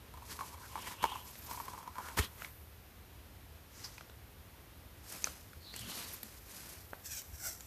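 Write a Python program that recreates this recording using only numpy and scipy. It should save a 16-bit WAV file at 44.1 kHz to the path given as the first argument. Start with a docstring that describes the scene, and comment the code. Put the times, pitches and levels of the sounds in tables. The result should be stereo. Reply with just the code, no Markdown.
"""A hollow plastic container knocks and drags in a man's rubber-gloved hands, close by on a forest floor.
Knocks and slips ring its cavity and walls; squeezes push a thin whistle of air through its cap.
Gloves scuff, dry leaves rustle, twigs snap and the ground thuds as he shifts and bends for a spray bottle.
Two trigger squirts then hiss onto bark as fine droplets, over the low rumble and hiss of the woods."""
import sys
import numpy as np
from scipy import signal
from scipy.fft import rfft, irfft, next_fast_len
from scipy.io import wavfile

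SR = 44100
rng = np.random.default_rng(int(sys.argv[2]) if len(sys.argv) > 2 else 0)


def inscribe(sig):
    """Save sig as 16-bit PCM at rate SR to the path in sys.argv[1].

    A 1-D sig is mono; a 2-D sig holds one channel per row.
    Samples are clipped to [-1, 1] before scaling.
    """
    pcm = np.round(np.clip(np.atleast_2d(sig).T, -1, 1) * 32767)
    wavfile.write(sys.argv[1], SR, pcm.astype(np.int16))


N = 337806
TIME = np.arange(N) / SR
# tone of a rough scrape, for plastic and glove alike: f/Hz, level/dB
SCRAPE_TONE = [(150, 4), (440, -1), (700, -12), (950, 4), (1400, 0), (1900, 1.5), (2600, -4.5),
               (14000, -6.5)]


def amp(db):
    """Decibels to gain."""
    return 10 ** (np.asarray(db) / 20)


def unit_rms(x):
    """Scales to rms 1."""
    return x / np.sqrt(np.mean(x ** 2) + 1e-20)


def curve_at(points, hz):
    """Reads a curve on a logarithmic frequency axis."""
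    f, value = np.transpose(points)
    return np.interp(np.log(hz + 1), np.log(f + 1), value)


def colour(x, points):
    """Equalises by a curve of f/Hz, level/dB."""
    size = next_fast_len(len(x))
    gain = amp(curve_at(points, np.fft.rfftfreq(size, 1 / SR)))
    return irfft(rfft(x, size) * gain, size)[:len(x)]


def add(mix, s, sound):
    """Mixes a sound in at s seconds."""
    part = mix[max(round(s * SR), 0):][:len(sound)]
    part += sound[:len(part)]


def resonate(x, hz, width_hz):
    """A resonance, steady or gliding."""
    turn = np.exp(2j * np.pi * np.cumsum(hz * np.ones(len(x))) / SR)
    pole = np.exp(-np.pi * width_hz / SR)
    return 2 * (turn * signal.lfilter([1 - pole], [1, -pole], x / turn)).real


def band(x, hz, width_hz):
    """Two like resonances in series, scaled to rms 1."""
    return unit_rms(resonate(resonate(x, hz, width_hz), hz, width_hz))


def wander(size, per_s):
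    """Random drift of rms 1."""
    knots = rng.standard_normal(size // 16 + 2)
    return unit_rms(np.interp(np.arange(size) * per_s / SR, np.arange(len(knots)), knots))


def grains(size, per_s, spread_db):
    """Tiny slips and fractures: many small, a few large."""
    heights = amp(spread_db * np.minimum(rng.exponential(1, size), 4))
    return unit_rms(heights * rng.choice([-1, 1], size) * (rng.random(size) < per_s / SR))


def decay(t, t60):
    """Falls 60 dB in t60 seconds."""
    return np.exp(-np.log(1000) * t / t60)


def ring(t, hz, t60):
    """One dying mode that swells within its first half cycle."""
    phase = 2 * np.pi * hz * t
    return np.sin(phase) * decay(t, t60) * (1 - np.exp(-phase))


def swell(start, hold, attack, release):
    """Gain that grows to 1 at start, holds, and dies away."""
    return np.exp(np.minimum(TIME - start, 0) / attack - np.maximum(TIME - start - hold, 0) / release)


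def gestures(rows, attack, release):
    """Joint gain of overlapping movements that share one attack and release."""
    return np.sqrt(sum((amp(db) * swell(s, hold, attack, release)) ** 2 for s, hold, db in rows))


def woods(air_db=-56, drift_db=-0.68, sizzle_floor_db=-66):
    """Far rumble, nearly alike on both sides, under a diffuse hiss and a high sizzle."""
    # tone of the forest bed: f/Hz, level/dB
    bed_tone = [(25, -29), (45, -5), (70, 0), (105, -4), (135, -11.5), (380, -16), (1280, -21.5),
                (2500, -24), (4000, -27), (8200, -34), (13000, -29.5), (15000, -56)]
    # stereo likeness: f/Hz, left-right correlation
    likeness = [(60, 0.79), (200, 0.24), (700, 0.14), (2000, 0.058), (12000, 0.031)]
    # stereo balance: f/Hz, left minus right/dB
    balance = [(70, -8), (200, -1.5), (600, -1), (2400, -2.5), (14000, -1)]
    # swells of the sizzle: t/s, level/dB, rise/s, fall/s
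    sizzles = [(2.5, -57, 0.39, 0.17), (7.2, -59.5, 1.8, 1.9)]
    size = next_fast_len(N)
    hz = np.fft.rfftfreq(size, 1 / SR)
    common, apart = rfft(rng.standard_normal((2, size)))
    same, pan = curve_at(likeness, hz), curve_at(balance, hz)
    left = same * common + np.sqrt(1 - same ** 2) * apart
    pair = np.array([left * amp(pan / 2), common * amp(-pan / 2)])
    air = irfft(pair * amp(curve_at(bed_tone, hz)), size)[:, :N]
    air *= amp(air_db + drift_db * wander(N, per_s=1.26)) / np.std(air.mean(0))
    sizzle = np.array([band(x, hz=13300, width_hz=4400) for x in rng.standard_normal((2, N))])
    swell_power = sum((amp(db) * swell(s, 0, rise, fall)) ** 2 for s, db, rise, fall in sizzles)
    level = np.sqrt(amp(sizzle_floor_db) ** 2 + swell_power)
    return air + sizzle * level * amp([[-3], [3]])


def container(tick_db=-16, drag_db=-7, judder_db=3, skid_db=-29, skid_s=0.014):
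    """Knocks and dragging both ring the cavity and the walls; after each knock the plastic skids on."""
    # knocks on the plastic: t/s, level/dB, cavity f/Hz
    knocks = [(.139, -42, 1000), (.173, -41, 960), (.222, -41.5, 880), (.391, -32, 1070), (.409, -28, 1094),
              (.756, -28.5, 890), (.777, -35, 920), (.872, -34, 1040), (.912, -43, 940), (1.030, -26, 1030),
              (1.0405, -13.5, 930), (1.0535, -24, 895), (1.118, -32, 850), (1.154, -37, 890),
              (1.512, -34.5, 970), (1.575, -36, 940), (1.601, -32, 1020), (1.682, -33.5, 1030),
              (1.735, -36.5, 990), (1.778, -38, 1020), (1.829, -39.5, 1020), (1.876, -37.5, 960),
              (1.956, -35.5, 984), (1.983, -30, 1040), (2.174, -28.5, 920)]
    # wall modes: f/Hz, level/dB, t60/s
    wall_modes = [(456, -13.5, 0.02), (1540, -14.5, 0.0074), (2254, -22, 0.045), (3250, -23.5, 0.019),
                  (4180, -27.5, 0.039), (5400, -28, 0.016)]
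    # drags of the container: t/s, length/s, level/dB
    drags = [(.39, 0.24, -51.5), (.76, .14, -49.5), (1.0, 0.14, -47.5), (1.5, 0.12, -49),
             (1.68, 0.17, -52.5), (1.99, .15, -48.5)]
    t, out, skid = np.arange(SR // 10) / SR, np.zeros(N), np.zeros(N)
    wall = sum(amp(db) * ring(t, hz, t60) for hz, db, t60 in wall_modes)
    for s, db, hz in knocks:
        tick = amp(tick_db) * rng.standard_normal(len(t)) * decay(t, t60=0.012)
        # a small opening radiates little bass
        cavity = np.gradient(ring(t, hz, t60=0.03)) * SR / (2 * np.pi * hz)
        add(out, s, amp(db) * (cavity + wall + tick))
        add(skid, s, amp(skid_db + db / 2) * np.exp(-t / skid_s))  # harder knocks skid louder
    slips = grains(N, per_s=870, spread_db=1.5)
    hollow = unit_rms(resonate(resonate(slips, hz=970, width_hz=196), hz=1000, width_hz=330))
    rubbed_wall = amp(-9) * unit_rms(signal.oaconvolve(slips, wall)[:N])
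    grit = amp(-7) * unit_rms(colour(slips, SCRAPE_TONE))
    dragging = gestures(drags, attack=0.076, release=0.11)
    dragging *= amp(drag_db + judder_db * wander(N, per_s=53))
    return out + dragging * (hollow + rubbed_wall) + skid * (hollow + grit)


def rustle(leaf_db=1, cloth_db=-4, clump_db=2, settle_db=-8):
    """Dry leaves crackle in clumps while clothes slide; both settle after each shift of the body."""
    # leaf crackle: f/Hz, level/dB
    leaf_tone = [(1200, -31), (2500, 2), (5000, 11.5), (9500, 8.5), (13000, 10.5), (15000, -6)]
    # sliding cloth: f/Hz, level/dB
    cloth_tone = [(60, -13), (180, 0.5), (350, -4.5), (700, -6.5), (1500, -5), (2500, -5.5), (5000, -22.5)]
    # shifts of the body: t/s, length/s, level/dB
    moves = [(.3, 0.19, -56.5), (.64, 0.19, -57.5), (.82, .08, -55), (1.04, 0.16, -59), (1.28, .48, -58.5),
             (1.52, 0.022, -50.5), (2.06, 0.043, -55), (5.125, 0.028, -49.5), (5.23, 0.04, -52.5),
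             (5.77, .05, -55), (5.9, .13, -48), (6.11, 0.041, -55.5), (6.25, 0.092, -60), (6.51, 0.23, -54)]
    crackle = colour(grains(N, per_s=6000, spread_db=1.5), leaf_tone)
    leaves = unit_rms(crackle * amp(clump_db * wander(N, per_s=90)))
    cloth = unit_rms(colour(grains(N, per_s=3000, spread_db=3.5), cloth_tone))
    moving = gestures(moves, attack=0.051, release=0.064)
    settling = amp(settle_db) * gestures(moves, attack=0.051, release=0.25)
    return np.hypot(moving, settling) * (amp(leaf_db) * leaves + amp(cloth_db) * cloth)


def glove_scuffs(waver=0.043, smooth_width=0.14, rough_width=0.74):
    """Rubber slips in dense tiny jerks: a wavering squeak that broadens to a scrape on rough strokes."""
    # strokes on bark, plastic or cloth: t/s, rise/s, fall/s, level/dB, centre f/Hz, roughness 0-1
    strokes = [(0.319, 0.016, 0.015, -43.5, 5070, 0.7), (0.652, 0.02, 0.016, -53.5, 1520, 0.1),
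               (.824, 0.069, 0.099, -53.5, 3000, 0.37), (.873, .011, 0.013, -42, 1900, 0.74),
               (.915, 0.0034, 0.014, -44.5, 1900, 0.8), (1.031, 0.0041, .0036, -37, 2930, 0.65),
               (1.06, 0.051, 0.093, -47, 2900, 0.11), (2.069, 0.078, 0.034, -50, 1370, 0.31),
               (2.176, .0041, 0.024, -33, 975, .84), (2.1903, 0.004, 0.0061, -26.5, 1800, 0.65),
               (2.235, 0.039, 0.022, -40.5, 3160, 0.57), (2.435, 0.043, 0.035, -49.5, 1900, 0.82),
               (3.81, 0.055, 0.13, -53, 5530, 0.6), (3.845, 0.0042, 0.016, -42, 5220, 0.2),
               (5.676, 0.034, .11, -51.5, 4310, .02), (5.80, 0.035, 0.18, -52.5, 3010, 0.08),
               (5.88, 0.036, 0.03, -51.5, 198, 0.37), (5.97, 0.066, 0.088, -49.5, 4100, 0.26),
               (6.138, 0.0065, .01, -42.5, 12100, 0.16)]
    t, out = np.arange(-SR // 4, SR // 3) / SR, np.zeros(N)
    for s, rise, fall, db, hz, rough in strokes:
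        slips = grains(len(t), per_s=7600, spread_db=3.5)
        centre = hz * (1 + waver * wander(len(t), per_s=44.8))
        squeak = band(slips, centre, hz * (smooth_width + rough_width * rough))
        scrape = unit_rms(colour(grains(len(t), per_s=7000, spread_db=0.5), SCRAPE_TONE))
        stroke = np.exp(-(t / np.where(t < 0, rise, fall)) ** 2 / 2)
        add(out, s + t[0], amp(db) * stroke * (np.sqrt(1 - rough) * squeak + np.sqrt(rough) * scrape))
    return out


def cap_whistle(low_hz=11950, fade_s=0.02, trim_db=-6, flutter_db=3):
    """Air leaks through the cap in a thin, unsteady whistle whose pitch follows the pressure."""
    # squeezes of the container: start t/s, hardest t/s, end t/s, top f/Hz, level/dB
    squeezes = [(1.153, 1.25, 1.33, 13140, -53), (1.365, 1.454, 1.66, 13750, -50.5)]
    out = np.zeros(N)
    for start, hardest, end, top_hz, db in squeezes:
        pressure = np.sin(np.pi * np.interp(TIME, [start, hardest, end], [0, .5, 1]))
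        pitch = low_hz + (top_hz - low_hz) * pressure
        whistle = band(rng.standard_normal(N), pitch, width_hz=240)
        out += amp(db) * whistle * swell(start + fade_s, end - start - 2 * fade_s, fade_s, fade_s)
    return out * amp(trim_db + flutter_db * wander(N, per_s=40))


def snap(hz, t60, crack_share, patter_db=-25, patter_t60=0.51):
    """A crack and a brief cluster of modes, then a faint patter of what was shaken."""
    t = np.arange(SR // 10) / SR
    crack, patter = (band(x, hz, 3 * hz) / 2 for x in rng.standard_normal((2, len(t))))
    crack *= decay(t, t60)
    patter *= amp(patter_db) * decay(t, patter_t60)
    modes_hz = hz * (1 + 0.066 * rng.uniform(-1.27, 1, size=3))
    cluster = sum(ring(t, f, t60) for f in modes_hz) / 2
    return (1 - crack_share) * cluster + crack_share * crack + patter


def snaps_and_clacks():
    """Twigs mostly crack; hard things mostly ring."""
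    # twigs and dry leaves breaking: t/s, level/dB, f/Hz
    twigs = [(1.355, -37.5, 2030), (2.086, -31, 1700), (2.42, -30, 1330), (2.447, -30, 2170),
             (3.981, -34, 2400), (4.009, -32.5, 1420), (4.097, -38, 1480), (5.123, -28, 8800),
             (5.272, -27.5, 1370), (5.532, -38.5, 1510), (5.740, -31, 2160), (5.763, -28, 8050),
             (5.793, -30, 8200), (6.231, -26, 13700), (7.218, -34, 12600), (7.607, -33, 7100)]
    # hard things touching: t/s, level/dB, f/Hz, t60/s
    clacks = [(5.243, -15, 6220, 0.0052), (5.243, -31, 2360, .024), (6.932, -27, 580, 0.006),
              (6.9336, -29.5, 1500, 0.0055)]
    out = np.zeros(N)
    for s, db, hz in twigs:
        add(out, s, amp(db) * snap(hz, t60=0.02, crack_share=0.67))
    for s, db, hz, t60 in clacks:
        add(out, s, amp(db) * snap(hz, t60, crack_share=0.05))
    return out


def thumps():
    """Air and ground thud in low, quickly damped swings."""
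    # dull pushes: t/s, level/dB, f/Hz, t60/s
    pushes = [(2.1898, -32, 422, 0.07), (2.189, -38, 312, 0.066), (2.1952, -17.5, 71.6, 0.068),
              (5.273, -42.5, 503, 0.039), (5.568, -38.5, 84, 0.062), (5.801, -44.5, 117, 0.25),
              (6.236, -50, 218, 0.16), (7.329, -39, 72, 0.18)]
    t, out = np.arange(SR // 3) / SR, np.zeros(N)
    for s, db, hz, t60 in pushes:
        add(out, s, amp(db) * ring(t, hz, t60))
    return out


def sprayer(spit_s=0.013, wet_db=-16, wet_s=0.29, delay_drift=0.0013, sputter_db=1.1):
    """A spit clears the nozzle, then the jet breaks into droplets; its hiss bounces off trunk and bottle."""
    # trigger pulls: full flow t/s, hold/s, level/dB, attack/s, release/s, bounce delay/s,
    # spit lead/s, spit level/dB
    squirts = [(7.12, 0.077, -41.5, 0.033, 0.017, 0.001198, 0.055, -43),
               (7.459, .015, -36, 0.038, 0.045, 0.0014, .11, -51.5)]
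    # tone of each squirt's hiss: f/Hz, level/dB
    jet_tones = [
        [(400, -24), (1000, -21), (1600, -6), (2400, -4.5), (3400, -6.5), (4500, -4.5), (5750, 6), (6700, 2),
         (8000, 3.5), (9500, -10), (11000, -2), (14500, -1)],
        [(700, -9.5), (1150, -16), (1450, -2.5), (2100, -6), (2700, -15), (3500, -13), (5000, -3), (5650, 6),
         (6900, -3.5), (7600, 4.5), (9300, -6), (13000, -1)],
    ]
    # rough bark returns the mids and diffuses the top: f/Hz, level/dB
    bark_tone = [(2500, -2), (5000, -9), (10000, -14)]
    out = np.zeros(N)
    for (s, hold, db, attack, release, delay, lead, spit_db), tone in zip(squirts, jet_tones):
        fizz = amp(wet_db) * swell(s, hold, attack, wet_s)  # the wetted bark fizzes on
        jet = np.maximum(swell(s, hold, attack, release), fizz)
        spit = np.exp(-((TIME - s + lead) / spit_s) ** 2 / 2)
        mist = colour(grains(N, per_s=16000, spread_db=2.5), tone)
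        bounce = colour(mist, bark_tone)
        lag = delay + delay_drift * (TIME - s)  # the comb slides as the hand moves
        combed = mist + np.interp(TIME - lag, TIME, bounce) + np.interp(TIME - 2 * lag, TIME, bounce) / 2
        out += unit_rms(combed) * np.hypot(amp(db) * jet, amp(spit_db) * spit)
    return out * amp(sputter_db * wander(N, per_s=200))


def shaded_side(x):
    """The shaded left microphone hears a weak direct sound and a scattered one with scrambled phase."""
    # direct path: f/Hz, level/dB
    direct_tone = [(100, -9.5), (1000, -16.5), (3000, -25.5), (7000, -19.5), (12000, -27)]
    # scattered paths: f/Hz, level/dB
    scatter_tone = [(300, -14), (1000, -12), (3000, -10), (6000, -16.5), (8400, -17), (9500, -6.5),
                    (12000, -1.5), (14500, -9)]
    frames = signal.stft(x, nperseg=128)[2]
    scattered = signal.istft(frames * np.exp(2j * np.pi * rng.random(frames.shape)))[1][:N]
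    return colour(x, direct_tone) + colour(scattered, scatter_tone)


def trunk_echoes(x, t60=0.64):
    """Trunks return sparse reflections that die away."""
    t = np.arange(SR // 2) / SR
    taps = rng.standard_normal(len(t)) * (rng.random(len(t)) < .1) * decay(t, t60)
    return signal.oaconvolve(x, taps / np.linalg.norm(taps))[:N]


def scene(near_db=4, trunks_db=-22):
    """The handling faces the right microphone, with a faint tail from the trunks and the woods all round."""
    handling = container() + snaps_and_clacks() + glove_scuffs() + rustle() + thumps()
    near = amp(near_db) * (handling + sprayer() + cap_whistle())
    pair = np.array([shaded_side(near), near])
    tails = np.array([amp(-4) * trunk_echoes(near), trunk_echoes(near)])
    return pair + amp(trunks_db) * tails + woods()


def record(dry, low_cut_hz=40, high_cut_hz=14700):
    """A gentle low cut and a steep high cut."""
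    dry = signal.sosfilt(signal.butter(2, low_cut_hz, "high", fs=SR, output="sos"), dry)
    high_cut = signal.firwin(511, high_cut_hz, window=("kaiser", 8), fs=SR)
    return signal.oaconvolve(dry, high_cut[None], "same")


dry = scene()
out = record(dry)
inscribe(out)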